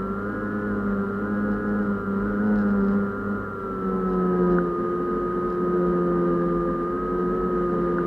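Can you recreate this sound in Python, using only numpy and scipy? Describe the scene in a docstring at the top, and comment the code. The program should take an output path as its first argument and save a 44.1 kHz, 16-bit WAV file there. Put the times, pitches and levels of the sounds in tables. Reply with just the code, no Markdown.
"""A propeller's drone and a motor's whine, close up: a small electric model plane banks over an airfield,
heard from the microphone of a camera fixed to its airframe. One shaft turns the two blades and the
14-pole motor and sets their pitch; the throttle eases back halfway through. The blades shake the frame,
and the harder the shake, the more the panels buzz and the camera mount chatters.
The airstream slowly grows, and the frame ticks twice."""
import sys
import numpy as np
from scipy import signal
from scipy.fft import rfft, irfft, next_fast_len
from scipy.io import wavfile
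from scipy.ndimage import uniform_filter1d, map_coordinates

SR = 44100
rng = np.random.default_rng(int(sys.argv[2]) if len(sys.argv) > 2 else 0)


def generate_wav(signal):
    """Clip the signal to [-1, 1] and save it as 16-bit WAV at the path in sys.argv[1]."""
    frames = np.transpose(np.atleast_2d(signal))
    scaled = np.clip(frames, -1, 1) * 32767
    pcm = np.round(scaled).astype(np.int16)
    wavfile.write(sys.argv[1], SR, pcm)


N = 355446
USUAL_SHAKE_DB = -30  # blade tone level at which shake_db is 0; every "grows" is dB per dB of shake


def amp(db):
    """Decibels to gain."""
    return 10 ** (np.asarray(db) / 20)


def unit(x):
    """Scale to rms 1."""
    return x / np.sqrt(np.mean(x ** 2) + 1e-20)


def curve(rows):
    """Join (time, value) rows with straight lines, one value per sample."""
    return np.interp(np.arange(N) / SR, *np.transpose(rows))


def wobble(knots_per_s):
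    """A smooth random curve."""
    return map_coordinates(rng.standard_normal(4000), [np.arange(N) * knots_per_s / SR], mode="wrap")


def noise():
    """White noise of rms 1."""
    return rng.standard_normal(N)


def tone(cycles):
    """A sine of rms 1 that starts anywhere in its cycle."""
    return np.sqrt(2) * np.sin(2 * np.pi * (cycles + rng.random()))


def partial(turns, level_db, flutter_db, order):
    """One multiple of the shaft speed, locked to the shaft angle and fluttering in the turbulent inflow."""
    return amp(level_db + flutter_db * wobble(24)) * np.sqrt(2) * np.sin(2 * np.pi * order * turns)


def by_throttle(throttle, slow_db, fast_db):
    """A level between its slow and its fast setting."""
    return slow_db + throttle * (fast_db - slow_db)


def filtered(x, response):
    """Shape the spectrum of x by a gain that depends on frequency."""
    size = next_fast_len(N + 8192)
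    return irfft(rfft(x, size) * response(np.fft.rfftfreq(size, 1 / SR)), size)[:N]


def through(x, modes):
    """x through a set of steep-sided resonances."""
    def response(f):
        power = 0
        for hz, width, db in modes:
            detuning = (f * f - hz * hz) / (width * f + 1e-9)
            power += (amp(db) / (1 + detuning ** 2)) ** 2
        return np.sqrt(power)
    return filtered(x, response)


def resonate(x, modes):
    """x through a set of resonances, brought to rms 1."""
    return unit(through(x, modes))


def case_cutoff(x, edge_hz=1800):
    """The camera case passes little above its top resonance."""
    return filtered(x, lambda hz: 1 / (1 + (hz / edge_hz) ** 30))


def propeller(turns, speed, shake_db):
    """Two blades drone at twice the shaft speed; the overtones shift with speed, most swell with shake."""
    # overtones as the frame passes them: shaft speed/Hz, then level/dB at usual shake for orders 3 to 6
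    overtone_levels = [(86.3, -39, -26.5, -35.5, -35.5), (88.93, -40.5, -25.5, -36.0, -43.5),
                       (94.5, -59.5, -32, -40, -56), (99.4, -54.5, -34.0, -48, -54.5),
                       (101.96, -37, -36.5, -42, -54.5), (104.6, -38, -38.5, -42, -62.5)]
    # how each swells: shaft order, growth/(dB per dB of shake), flutter/dB
    swell = [(3, 0, 0.5), (4, 0.37, 0.96), (5, 0.27, 2), (6, 0.89, 1.8)]
    speeds, *levels = np.transpose(overtone_levels)
    drone = partial(turns, USUAL_SHAKE_DB + shake_db, flutter_db=0.4, order=2)
    for (order, grows, flutter_db), db_at_speeds in zip(swell, levels):
        level_db = np.interp(speed, speeds, db_at_speeds) + grows * shake_db
        sign = -1 if order == 3 else 1  # shaft whirl sways the blades, inverting the lower sideband
        drone += sign * partial(turns, level_db, flutter_db, order)
    return drone


def motor(turns, throttle, play_turns=0.008):
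    """Magnets whine at 14 per turn; at speed, imbalance adds shaft tone and sidebands, nearly in step."""
    # shaft order, slow level/dB, fast level/dB, flutter/dB; order 42 is a thin overtone of the whine
    orders = [(1, -53.5, -41.5, 1.3), (10, -62, -52.5, 3.5), (11, -72.5, -57.5, 4), (12, -54, -43.5, 0.5),
              (13, -54, -42.5, -0.1), (14, -33.5, -39, 0.8), (42, -92.5, -85, 1)]
    whine = np.zeros(N)
    for order, slow_db, fast_db, flutter_db in orders:
        angle = turns + play_turns * rng.standard_normal()
        whine += partial(angle, by_throttle(throttle, slow_db, fast_db), flutter_db, order)
    return whine


def controller(turns, switch_hz=7830):
    """The speed controller's switching beats with the commutation: thin whistles that swoop with speed."""
    # beats ahead of the camera case: multiple, level/dB
    beat_levels = [(1, -43), (2, -47), (3, -52), (4, -57)]
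    # case resonances that let them reach the microphone: f/Hz, width/Hz, gain/dB
    case_modes = [(950, 79, -7), (1550, 130, -1.5), (1624, 430, 0)]
    switching = switch_hz * np.arange(N) / SR
    commutation = 6 * 14 * turns
    pole_ripple = 15 * 7 * turns
    slip = commutation - switching + 0.039 * wobble(45)
    beats = sum(amp(db) * tone(multiple * slip) for multiple, db in beat_levels)
    beats += amp(-52.5) * tone(pole_ripple - switching + 0.13 * wobble(45))
    return case_cutoff(through(beats, case_modes)) + amp(-95) * tone(switching)


def panel_buzz(turns, throttle, shake_db, odd_db=-4.0, grows=1.15):
    """Shaken panels buzz on the higher shaft orders that pass their modes; two blades favour even ones."""
    # panel modes that buzz: f/Hz, width/Hz, gain/dB
    buzz_modes = [(625, 91, -1), (732, 52, 5), (850, 160, 1.5), (1007, 98, 8.5), (1440, 420, -6),
                  (1750, 230, -17)]
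    shaking = np.zeros(N)
    for order in np.setdiff1d(np.arange(7, 22), [10, 12, 13, 14]):
        angle = turns + rng.random() + 0.006 * wobble(20)
        shaking += partial(angle, odd_db * (order % 2), flutter_db=2.5, order=order)
    level_db = by_throttle(throttle, slow_db=-49, fast_db=-54) + grows * shake_db
    return amp(level_db) * resonate(shaking, buzz_modes)


def airstream(turns, shake_db):
    """Turbulence drives frame and panels, pulsing as each blade passes; the camera sways on its mount."""
    # strength of the airstream, growing as the plane banks: t/s, gain/dB
    air_strength = [(0, 0), (.6, 0.5), (2.6, 0), (3.5, -0.5), (4.1, 1), (4.8, 1.8), (6.3, 2), (7, 1.9),
                    (8.06, 3.6)]
    # bending modes of wing and fuselage: f/Hz, width/Hz, gain/dB
    frame_modes = [(127.7, 21, -9.5), (207.8, 65, -1), (267.6, 23, -3), (331, 20, -11.5),
                   (425.5, 148, -6.5), (525.5, 16, -9)]
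    # panel and camera case resonances: f/Hz, width/Hz, gain/dB
    panel_modes = [(630, 60, -3.5), (787, 170, -3), (1025, 110, 1), (1283, 260, 2.5), (1590, 264, -2),
                   (1877, 260, -12), (2965, 520, -24), (3910, 860, -30.5), (5030, 890, -38)]
    air_db = curve(air_strength)
    wash = 1 + 0.13 * tone(2 * turns) + 0.05 * tone(turns)
    buffet_db = air_db - 33.5 + 0.054 * shake_db + 0.31 * wobble(18)
    buffet = amp(buffet_db) * resonate(noise() * wash, frame_modes)
    rush_db = air_db - 44 + 0.075 * shake_db + 0.51 * wobble(18)
    rush = amp(rush_db) * resonate(noise() * wash, panel_modes)
    sway_db = air_db - 44 + 0.2 * shake_db
    sway = amp(sway_db) * resonate(noise(), modes=[(46.6, 15, 0)])
    return buffet + rush + sway


def mount_chatter(turns, shake_db, scatter_db=5.0, scrape=0.4, grows=0.55):
    """The shaken mount chatters in fits: a tap each blade pass, harder once a turn, scraping between."""
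    # the hardest bursts, bell-shaped in time: t/s, level/dB, half length/s
    hard_bursts = [(1.53, -64, 0.012), (1.694, -69, .013), (1.843, -67, .014), (2.467, -63.5, .02),
                   (2.6, -61, .03), (2.703, -66, .02), (2.89, -66, .05), (4.12, -65, 0.034),
                   (4.42, -65, .015), (4.53, -67, .033), (5.518, -67, .025), (6.074, -66.5, .01)]
    # resonances of the mount: f/Hz, width/Hz, gain/dB
    mount_modes = [(2760, 900, 0), (4030, 770, 0.5), (5000, 980, -2), (6400, 1800, -13)]
    t = np.arange(N) / SR
    blade_passes = np.diff(np.floor(2 * turns + 0.04 * wobble(200)), prepend=0) != 0
    accent = 1 + 0.55 * np.cos(2 * np.pi * turns)
    taps = unit(blade_passes * amp(scatter_db * noise()) * accent)
    fits = amp(-82.5 + grows * shake_db + 2.5 * wobble(15))
    bursts = sum(amp(db) * np.exp(-0.5 * ((t - at) / half) ** 2) for at, db, half in hard_bursts)
    return np.hypot(fits, bursts) * resonate(taps + scrape * noise(), mount_modes)


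def panel_ticks(ring_hz=1440, attack_s=0.00037, t60_s=0.014):
    """Short ticks of a flexing panel, dulled by the camera case."""
    # ticks ahead of the case: t/s, peak level/dB
    flexes = [(4.585, -15), (7.9844, -16)]
    ticks = np.zeros(N)
    for start, db in flexes:
        age = np.maximum(np.arange(N) / SR - start, 0)
        rise = 1 - np.exp(-(age / attack_s) ** 2)
        ring = np.sin(2 * np.pi * ring_hz * age) * amp(-60 * age / t60_s) * rise
        ticks += amp(db) * ring / np.abs(ring).max()
    return case_cutoff(ticks)


def scene(slow_hz=91.7, fast_hz=99.7):
    """On board, in mono: one shaft drives the tones and shakes the frame, over airstream and faint hiss."""
    # shaft speed: t/s, f/Hz (turns per second)
    shaft_speed = [(0.0, 96.3), (0.12, 97.5), (0.29, 102.8), (0.65, 103.6), (0.96, 99.5), (1.09, 99.2),
                   (1.29, 103.0), (1.79, 103.2), (1.96, 100.0), (2.18, 98.6), (2.26, 102.4), (2.38, 101.7),
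                   (2.46, 105.6), (2.85, 98.5), (2.97, 100.7), (3.13, 99.3), (3.35, 101.3), (3.76, 95.4),
                   (4.7, 87.5), (4.97, 88.7), (5.74, 89.2), (6.36, 86.7), (6.82, 86.5), (7.01, 90.1),
                   (7.26, 89.2), (7.38, 91.4), (7.68, 88.2), (8.06, 87.2)]
    # how hard the blades shake the frame, at 2 per turn: t/s, level/dB
    blade_shake = [(0.0, -31.5), (0.28, -34.5), (1.01, -24.6), (1.08, -31.2), (1.54, -24.5), (1.61, -34.5),
                   (1.68, -24.5), (1.96, -27), (2.04, -43), (2.08, -27.5), (2.36, -25.5), (2.5, -20),
                   (2.76, -22.5), (2.96, -21.5), (3.2, -36.5), (3.32, -25), (3.49, -46.5), (3.79, -36.5),
                   (3.88, -29), (4.57, -22.5), (4.73, -39), (5.54, -36), (5.81, -26.5), (6.59, -29.5),
                   (7.0, -42.5), (7.21, -31.5), (8.06, -31.5)]
    speed = uniform_filter1d(curve(shaft_speed), size=1500)
    turns = np.cumsum(speed) / SR
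    throttle = np.clip((speed - slow_hz) / (fast_hz - slow_hz), 0, 1)
    shake_db = curve(blade_shake) - USUAL_SHAKE_DB
    drive = propeller(turns, speed, shake_db) + motor(turns, throttle) + controller(turns)
    frame = panel_buzz(turns, throttle, shake_db) + mount_chatter(turns, shake_db) + panel_ticks()
    air = airstream(turns, shake_db)
    hiss = amp(-69) * noise()
    return (drive + frame + air + hiss)[None]


def record(dry, top_hz=15400):
    """The camera keeps nothing above its band limit."""
    lowpass = signal.butter(16, top_hz, fs=SR, output="sos")
    return signal.sosfiltfilt(lowpass, dry)


dry = scene()
out = record(dry)
generate_wav(out)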